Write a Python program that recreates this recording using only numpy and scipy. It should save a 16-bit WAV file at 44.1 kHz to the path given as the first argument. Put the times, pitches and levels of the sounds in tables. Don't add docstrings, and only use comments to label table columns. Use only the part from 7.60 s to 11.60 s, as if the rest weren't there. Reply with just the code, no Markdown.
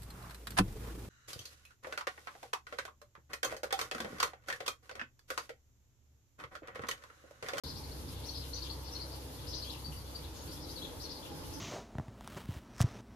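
import sys
import numpy as np
from scipy import signal
from scipy.fft import rfft, irfft
from scipy.io import wavfile
from scipy.ndimage import uniform_filter1d

SR = 44100
rng = np.random.default_rng(int(sys.argv[2]) if len(sys.argv) > 2 else 0)


def wav_out(sig):
    wavfile.write(sys.argv[1], SR, np.round(np.clip(np.atleast_2d(sig).T, -1, 1) * 32767).astype(np.int16))


N = 176400
TIME_S = np.arange(N) / SR


def amp(db):
    return 10 ** (np.asarray(db) / 20)


def unit(x):
    return x / np.sqrt(np.mean(x ** 2) + 1e-20)


def curve_at(points, hz):
    freq_hz, value = np.transpose(points)
    return np.interp(np.log(hz + 1), np.log(freq_hz + 1), value)


def add(mix, start_s, sound):
    part = mix[max(round(start_s * SR), 0):][:len(sound)]
    part += sound[:len(part)]


def drift(rate_hz, size):
    knots = rng.standard_normal(4096)
    return np.interp(np.arange(size) * rate_hz / SR, np.arange(len(knots)), knots)


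def equalise(x, eq):
    return irfft(rfft(x) * amp(curve_at(eq, np.fft.rfftfreq(N, 1 / SR))), N)


# freq_hz, gain_db
RUSTLE_EQ = [(1500, -48), (3000, -2), (6500, 4), (8000, -2), (9200, 5), (11500, 7), (14000, 2.5),
             (15500, -36)]
# time_s, level_db
FIZZ_RIDE = [(0, -61), (.3, -60.7), (1.28, -61.5), (1.8, -60.7), (2.2, -60.7), (2.55, -61.3), (2.7, -63.5),
             (2.85, -61.5), (3.15, -60.3), (3.3, -61.3), (4, -61)]


def bees(lift_db=4.5, flicker_db=2.0, flicker_hz=30, ticks_per_s=1500, ticks_db=-72, spread_db=2.5):
    fizz = rng.standard_normal((2, N)) * amp(flicker_db * drift(flicker_hz, N))
    ride = amp(lift_db + np.interp(TIME_S, *np.transpose(FIZZ_RIDE)))
    strength = amp(spread_db * np.minimum(rng.exponential(1, N), 5))
    steps = strength * (rng.random(N) < ticks_per_s / SR)
    pan = rng.random(N) * np.pi / 2
    ticks = steps * np.array([np.cos(pan), np.sin(pan)])
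    return ride * unit(equalise(fizz, RUSTLE_EQ)) + amp(ticks_db) * unit(equalise(ticks, RUSTLE_EQ))


def chirp(length_s, start_hz, middle_hz, end_hz, level_db, clarity):
    attack_s, release_s = .006, .005
    warble_depth, warble_hz, rasp_width_hz = .0233, 348, 850
    t = np.arange(0, length_s, 1 / SR)
    position = 2 * t / length_s - 1
    hz = middle_hz + (np.where(position < 0, start_hz, end_hz) - middle_hz) * abs(position) ** 1.291
    hz *= 1 + warble_depth * (1 - clarity) * drift(warble_hz, len(t))
    tone = np.exp(2j * np.pi * np.cumsum(hz) / SR)
    octave = amp(-11) / (1 + (2 * hz / 7200) ** 20) * tone ** 2
    rasp_share = .75 * (1 - clarity) ** 2
    rasp = drift(2 * rasp_width_hz, len(t)) + 1j * drift(2 * rasp_width_hz, len(t))
    voice = (np.sqrt(1 - rasp_share) + np.sqrt(rasp_share) * rasp) * (tone + octave)
    envelope = np.clip(t / attack_s, 0, 1) * np.clip((length_s - t) / release_s, 0, 1)
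    return amp(level_db) * envelope * unit(voice.real)


# start_s, length_s, start_hz, middle_hz, end_hz, level_db, clarity
BIRD_CALLS = [ (0.029, 0.025, 5450, 4580, 3460, -47, 0), (.058, 0.054, 3660, 5070, 3980, -47.5, 0.055),
              (.15, 0.034, 3650, 4750, 6030, -50, 0), (.232, 0.022, 3820, 4530, 5530, -52, 0.34),
              (.311, 0.023, 3650, 4360, 5500, -52.5, 0.65), (.474, 0.034, 5380, 4670, 3500, -54.5, 0.082),
              (.53, .08, 4000, 3480, 3680, -60.5, 0), (.625, 0.035, 3400, 4020, 5230, -51.5, .1),
              (0.655, 0.065, 5920, 5930, 5530, -54, 0.58), (.658, 0.03, 5260, 5300, 5400, -47.5, 0.65),
              (.684, 0.019, 4250, 4400, 4420, -42, 0.29), (.732, 0.054, 3725, 4400, 4140, -49, 0.073),
              (.745, 0.046, 4950, 5050, 4950, -47, 0.59), (.803, 0.056, 4700, 3700, 2750, -53.5, .1),
              (.928, .018, 3800, 4350, 5600, -42.5, 0.56), (.932, 0.029, 5530, 6030, 5940, -45.5, .45),
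              (0.953, 0.037, 3914, 4580, 4640, -45, 0.11), (1.015, 0.022, 3880, 4470, 5530, -43, 0.29),
              (1.024, 0.056, 4100, 3590, 3120, -50.5, 0.13), (1.091, 0.0274, 3490, 4550, 4300, -43.5, 0.47),
              (1.239, 0.06, 5200, 4960, 3550, -52.5, 0.073), (1.309, 0.044, 5060, 5700, 4830, -48, 0.42),
              (1.345, 0.028, 3760, 4370, 4170, -45, 0.37), (1.395, 0.035, 3770, 4950, 3870, -45.5, .3),
              (1.513, .037, 4560, 4850, 4100, -53, 0.14), (1.779, 0.07, 3190, 3900, 2930, -58, 0),
              (1.865, 0.063, 4300, 5440, 4870, -48, 0), (1.925, 0.037, 3730, 4500, 5670, -42.5, 0.022),
              (1.938, .036, 5710, 5970, 3740, -48, 0.37), (1.975, 0.028, 4770, 4760, 4770, -43, 0.44),
              (2.016, .025, 3730, 4600, 4070, -44, 0.41), (2.039, 0.066, 3005, 3360, 3504, -51.5, 0.48),
              (2.092, .022, 3350, 4260, 5700, -43.5, 0.25), (2.117, 0.041, 3730, 2970, 2490, -53.5, 0.4),
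              (2.242, 0.03, 4640, 4560, 4630, -43, 0.75), (2.319, .013, 3450, 2940, 2750, -48, 0.53),
              (2.355, 0.049, 4480, 4700, 4500, -56.5, 0.65), (2.545, 0.028, 4600, 4620, 4550, -45.5, 0.6),
              (2.62, .03, 3030, 3540, 4370, -54.5, 0.023), (2.733, 0.12, 7320, 6440, 7300, -62.5, 0.03),
              (2.74, 0.058, 3900, 5380, 4170, -59.5, 0), (2.873, 0.033, 4360, 4620, 4540, -53.5, .6),
              (2.905, 0.039, 4220, 5400, 4420, -53.5, 0.37), (2.956, 0.026, 3900, 3620, 3220, -52.5, 0.49),
              (2.997, 0.058, 4610, 5200, 3630, -53.5, 0.25), (3.081, 0.039, 3930, 4880, 6030, -49.5, 0),
              (3.155, 0.043, 4650, 4050, 3530, -48, 0.34), (3.216, 0.023, 3170, 3400, 4500, -44, 0.8),
              (3.236, 0.022, 4220, 3500, 3020, -45, 0.47), (3.394, 0.053, 3970, 5300, 5650, -49, 0.054),
              (3.435, 0.034, 4680, 4330, 4130, -49, 0.38), (3.487, 0.041, 3820, 5120, 4200, -46.5, 0.07),
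              (3.55, 0.032, 4740, 4630, 3800, -51, 0.23), (3.62, 0.05, 3410, 3595, 2890, -53.5, 0.29),
              (3.918, 0.047, 4230, 5800, 4700, -52.5, 0.041)]


def birds(left_db=3, right_db=-5.5, right_lag_s=.00042):
    direct, scattered = np.zeros((2, N))
    for start_s, *call, clarity in BIRD_CALLS:
        note = chirp(*call, clarity)
        add(direct, start_s, clarity * note)
        add(scattered, start_s, np.sqrt(1 - clarity ** 2) * note)
    left = amp(left_db) * direct
    right = amp(right_db) * np.roll(direct, round(right_lag_s * SR))
    return np.array([left, right]) + yard_echoes(scattered)


def yard_echoes(send, echoes_per_s=2000, early_t60_s=.115, late_t60_s=.65, late_db=-13):
    t = np.arange(SR) / SR
    taps = rng.standard_normal((2, SR)) * (rng.random((2, SR)) < echoes_per_s / SR)
    tail = taps * (amp(-60 * t / early_t60_s) + amp(late_db - 60 * t / late_t60_s))
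    tail /= np.linalg.norm(tail, axis=1, keepdims=True)
    return signal.fftconvolve(send[None], tail, axes=1)[:, :N] * amp([[4.5], [-2.5]])


def flock(calls_per_s=55, level_db=-61.5, centre_hz=4200, spread=.27, arch=.2203, length_s=.0333):
    song = np.zeros(N)
    for when, pitch, fall in rng.random((int(calls_per_s * N / SR), 3)):
        peak_hz = centre_hz * (1 + spread * (2 * pitch - 1))
        start_hz, end_hz = peak_hz * (1 - arch), peak_hz * (1 - arch * fall)
        add(song, when * N / SR, chirp(length_s, start_hz, peak_hz, end_hz, level_db=0, clarity=0))
    return amp(level_db) * unit(yard_echoes(song))


# freq_hz, gain_db
WIND_EQ = [(20, -1), (33, -14), (42, -7), (55, -12), (72, 4.5), (92, 3), (114, -25), (135, -1), (165, -4),
           (190, -15.5), (243, -11), (262, -6), (330, -4.5), (370, -17), (410, -9.5), (500, -9),
           (700, -18.5), (880, -12.5), (1250, -21), (2300, -27.5), (5000, -24.5), (8000, -35.5),
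           (15000, -50.5)]
# time_s, rumble_gain_db, wash_gain_db
WIND_SWELLS = [(0, 3, 2), (.7, 2, 0), (1.4, -4, 1.5), (1.9, -1, 0.5), (2.25, 0.5, -0.5), (2.7, 0.5, 0.5),
               (3.1, 0.5, 1), (3.552, -0.5, 0.8), (3.75, 2.5, 3), (4, 2, 2)]
# freq_hz, left_right_correlation
WIND_IMAGE = [(60, 0.95), (150, 0.79), (330, 0.78), (700, 0.44), (1300, 0.0044), (3000, 0.032),
              (12000, -0.7)]
# freq_hz, left_minus_right_db
WIND_BALANCE = [(60, -1), (200, -1), (400, 1), (1300, 1.5), (2300, -2.5), (12000, 4)]


def wind(level_db=-47, crossover_hz=200, patchy_db=1.52):
    window, hop = 2048, 512
    frame_s = np.arange(N // hop + 5) * hop / SR
    hz = np.fft.rfftfreq(window, 1 / SR)[:, None]
    noise = rng.standard_normal((len(frame_s), len(hz), 5)).T
    left, independent = noise[0] + 1j * noise[1], noise[2] + 1j * noise[3]
    correlation = np.clip(curve_at(WIND_IMAGE, hz), -1, 1)
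    right = correlation * left + np.sqrt(1 - correlation ** 2) * independent
    patches = uniform_filter1d(noise[4], size=14, axis=0)
    patches = unit(uniform_filter1d(patches, size=9, axis=1))
    time_s, rumble_db, wash_db = np.transpose(WIND_SWELLS)
    rumble_share = 1 / (1 + (hz / crossover_hz) ** 4)
    swell_db = rumble_share * np.interp(frame_s, time_s, rumble_db)
    swell_db += (1 - rumble_share) * np.interp(frame_s, time_s, wash_db)
    gain = amp(curve_at(WIND_EQ, hz) + swell_db + patchy_db * patches)
    lean = amp(curve_at(WIND_BALANCE, hz) / 2)
    spectra = gain * np.array([left * lean, right / lean])
    _, bed = signal.istft(spectra, nperseg=window, noverlap=window - hop)
    return amp(level_db) * unit(bed[:, :N])


def gust(start_s=2.268, length_s=.042, level_db=-44, band_hz=(75, 220)):
    t = np.arange(0, length_s, 1 / SR)
    band = signal.butter(2, band_hz, "band", fs=SR, output="sos")
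    puff = unit(signal.sosfilt(band, rng.standard_normal(SR))[-len(t):])
    track = np.zeros(N)
    add(track, start_s, amp(level_db) * puff * np.sin(np.pi * t / length_s))
    return track


def hum(ride, partials, waver, flutter_db, flutter_hz):
    time_s, pitch_hz, level_db = np.transpose(ride)
    glide_hz = np.interp(TIME_S, time_s, pitch_hz)
    tone = np.zeros(N)
    for ratio, gain_db in partials:
        cycles = np.cumsum(ratio * glide_hz * (1 + waver * drift(flutter_hz, N))) / SR
        gain = amp(gain_db + flutter_db * drift(flutter_hz, N))
        tone += gain * np.sin(2 * np.pi * (cycles + rng.random()))
    return np.sqrt(2) * tone * amp(np.interp(TIME_S, time_s, level_db))


# time_s, firing_rate_hz, level_db
ENGINE_RIDE = [(0, 66.3, -64), (.3, 65.88, -48), (1.05, 64.43, -46.5), (1.3, 65, -48.5),
               (1.8, 64.83, -48.5), (2.6, 64.84, -51), (3.1, 66.9, -53.5), (3.5, 65.4, -59), (4, 69, -68)]
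# pitch_ratio, gain_db
ENGINE_PARTIALS = [(1, -0.5), (1.45, -9.5), (2, -10)]


def engine():
    return hum(ENGINE_RIDE, ENGINE_PARTIALS, waver=.016, flutter_db=1, flutter_hz=8.87)


# time_s, pitch_hz, level_db
DRONE_RIDE = [(3.55, 274.3, -100), (3.68, 272.8, -64), (3.78, 277.2, -64.5), (3.87, 283.4, -63),
              (4, 289.4, -58.5)]
# pitch_ratio, gain_db
DRONE_PARTIALS = [(1, 3.5), (3, 1.5), (6, -19)]


def drone():
    sides = [hum(DRONE_RIDE, DRONE_PARTIALS, waver=.022, flutter_db=6.5, flutter_hz=41) for _ in range(2)]
    return np.array(sides)


def scene():
    bed = wind() + gust() + engine() + drone()
    return bed + bees() + birds() + flock()


def record(dry):
    low_cut_hz, high_cut_hz = 35, 14700
    start_s, fade_s = .0355, .0014
    low_cut = signal.butter(4, low_cut_hz, "high", fs=SR, output="sos")
    high_cut = signal.firwin(511, high_cut_hz, window=("kaiser", 9), fs=SR)
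    fade_in = np.clip((TIME_S - start_s) / fade_s, 0, 1)
    return signal.oaconvolve(fade_in * signal.sosfilt(low_cut, dry), high_cut[None], "same")


dry = scene()
out = record(dry)
wav_out(out)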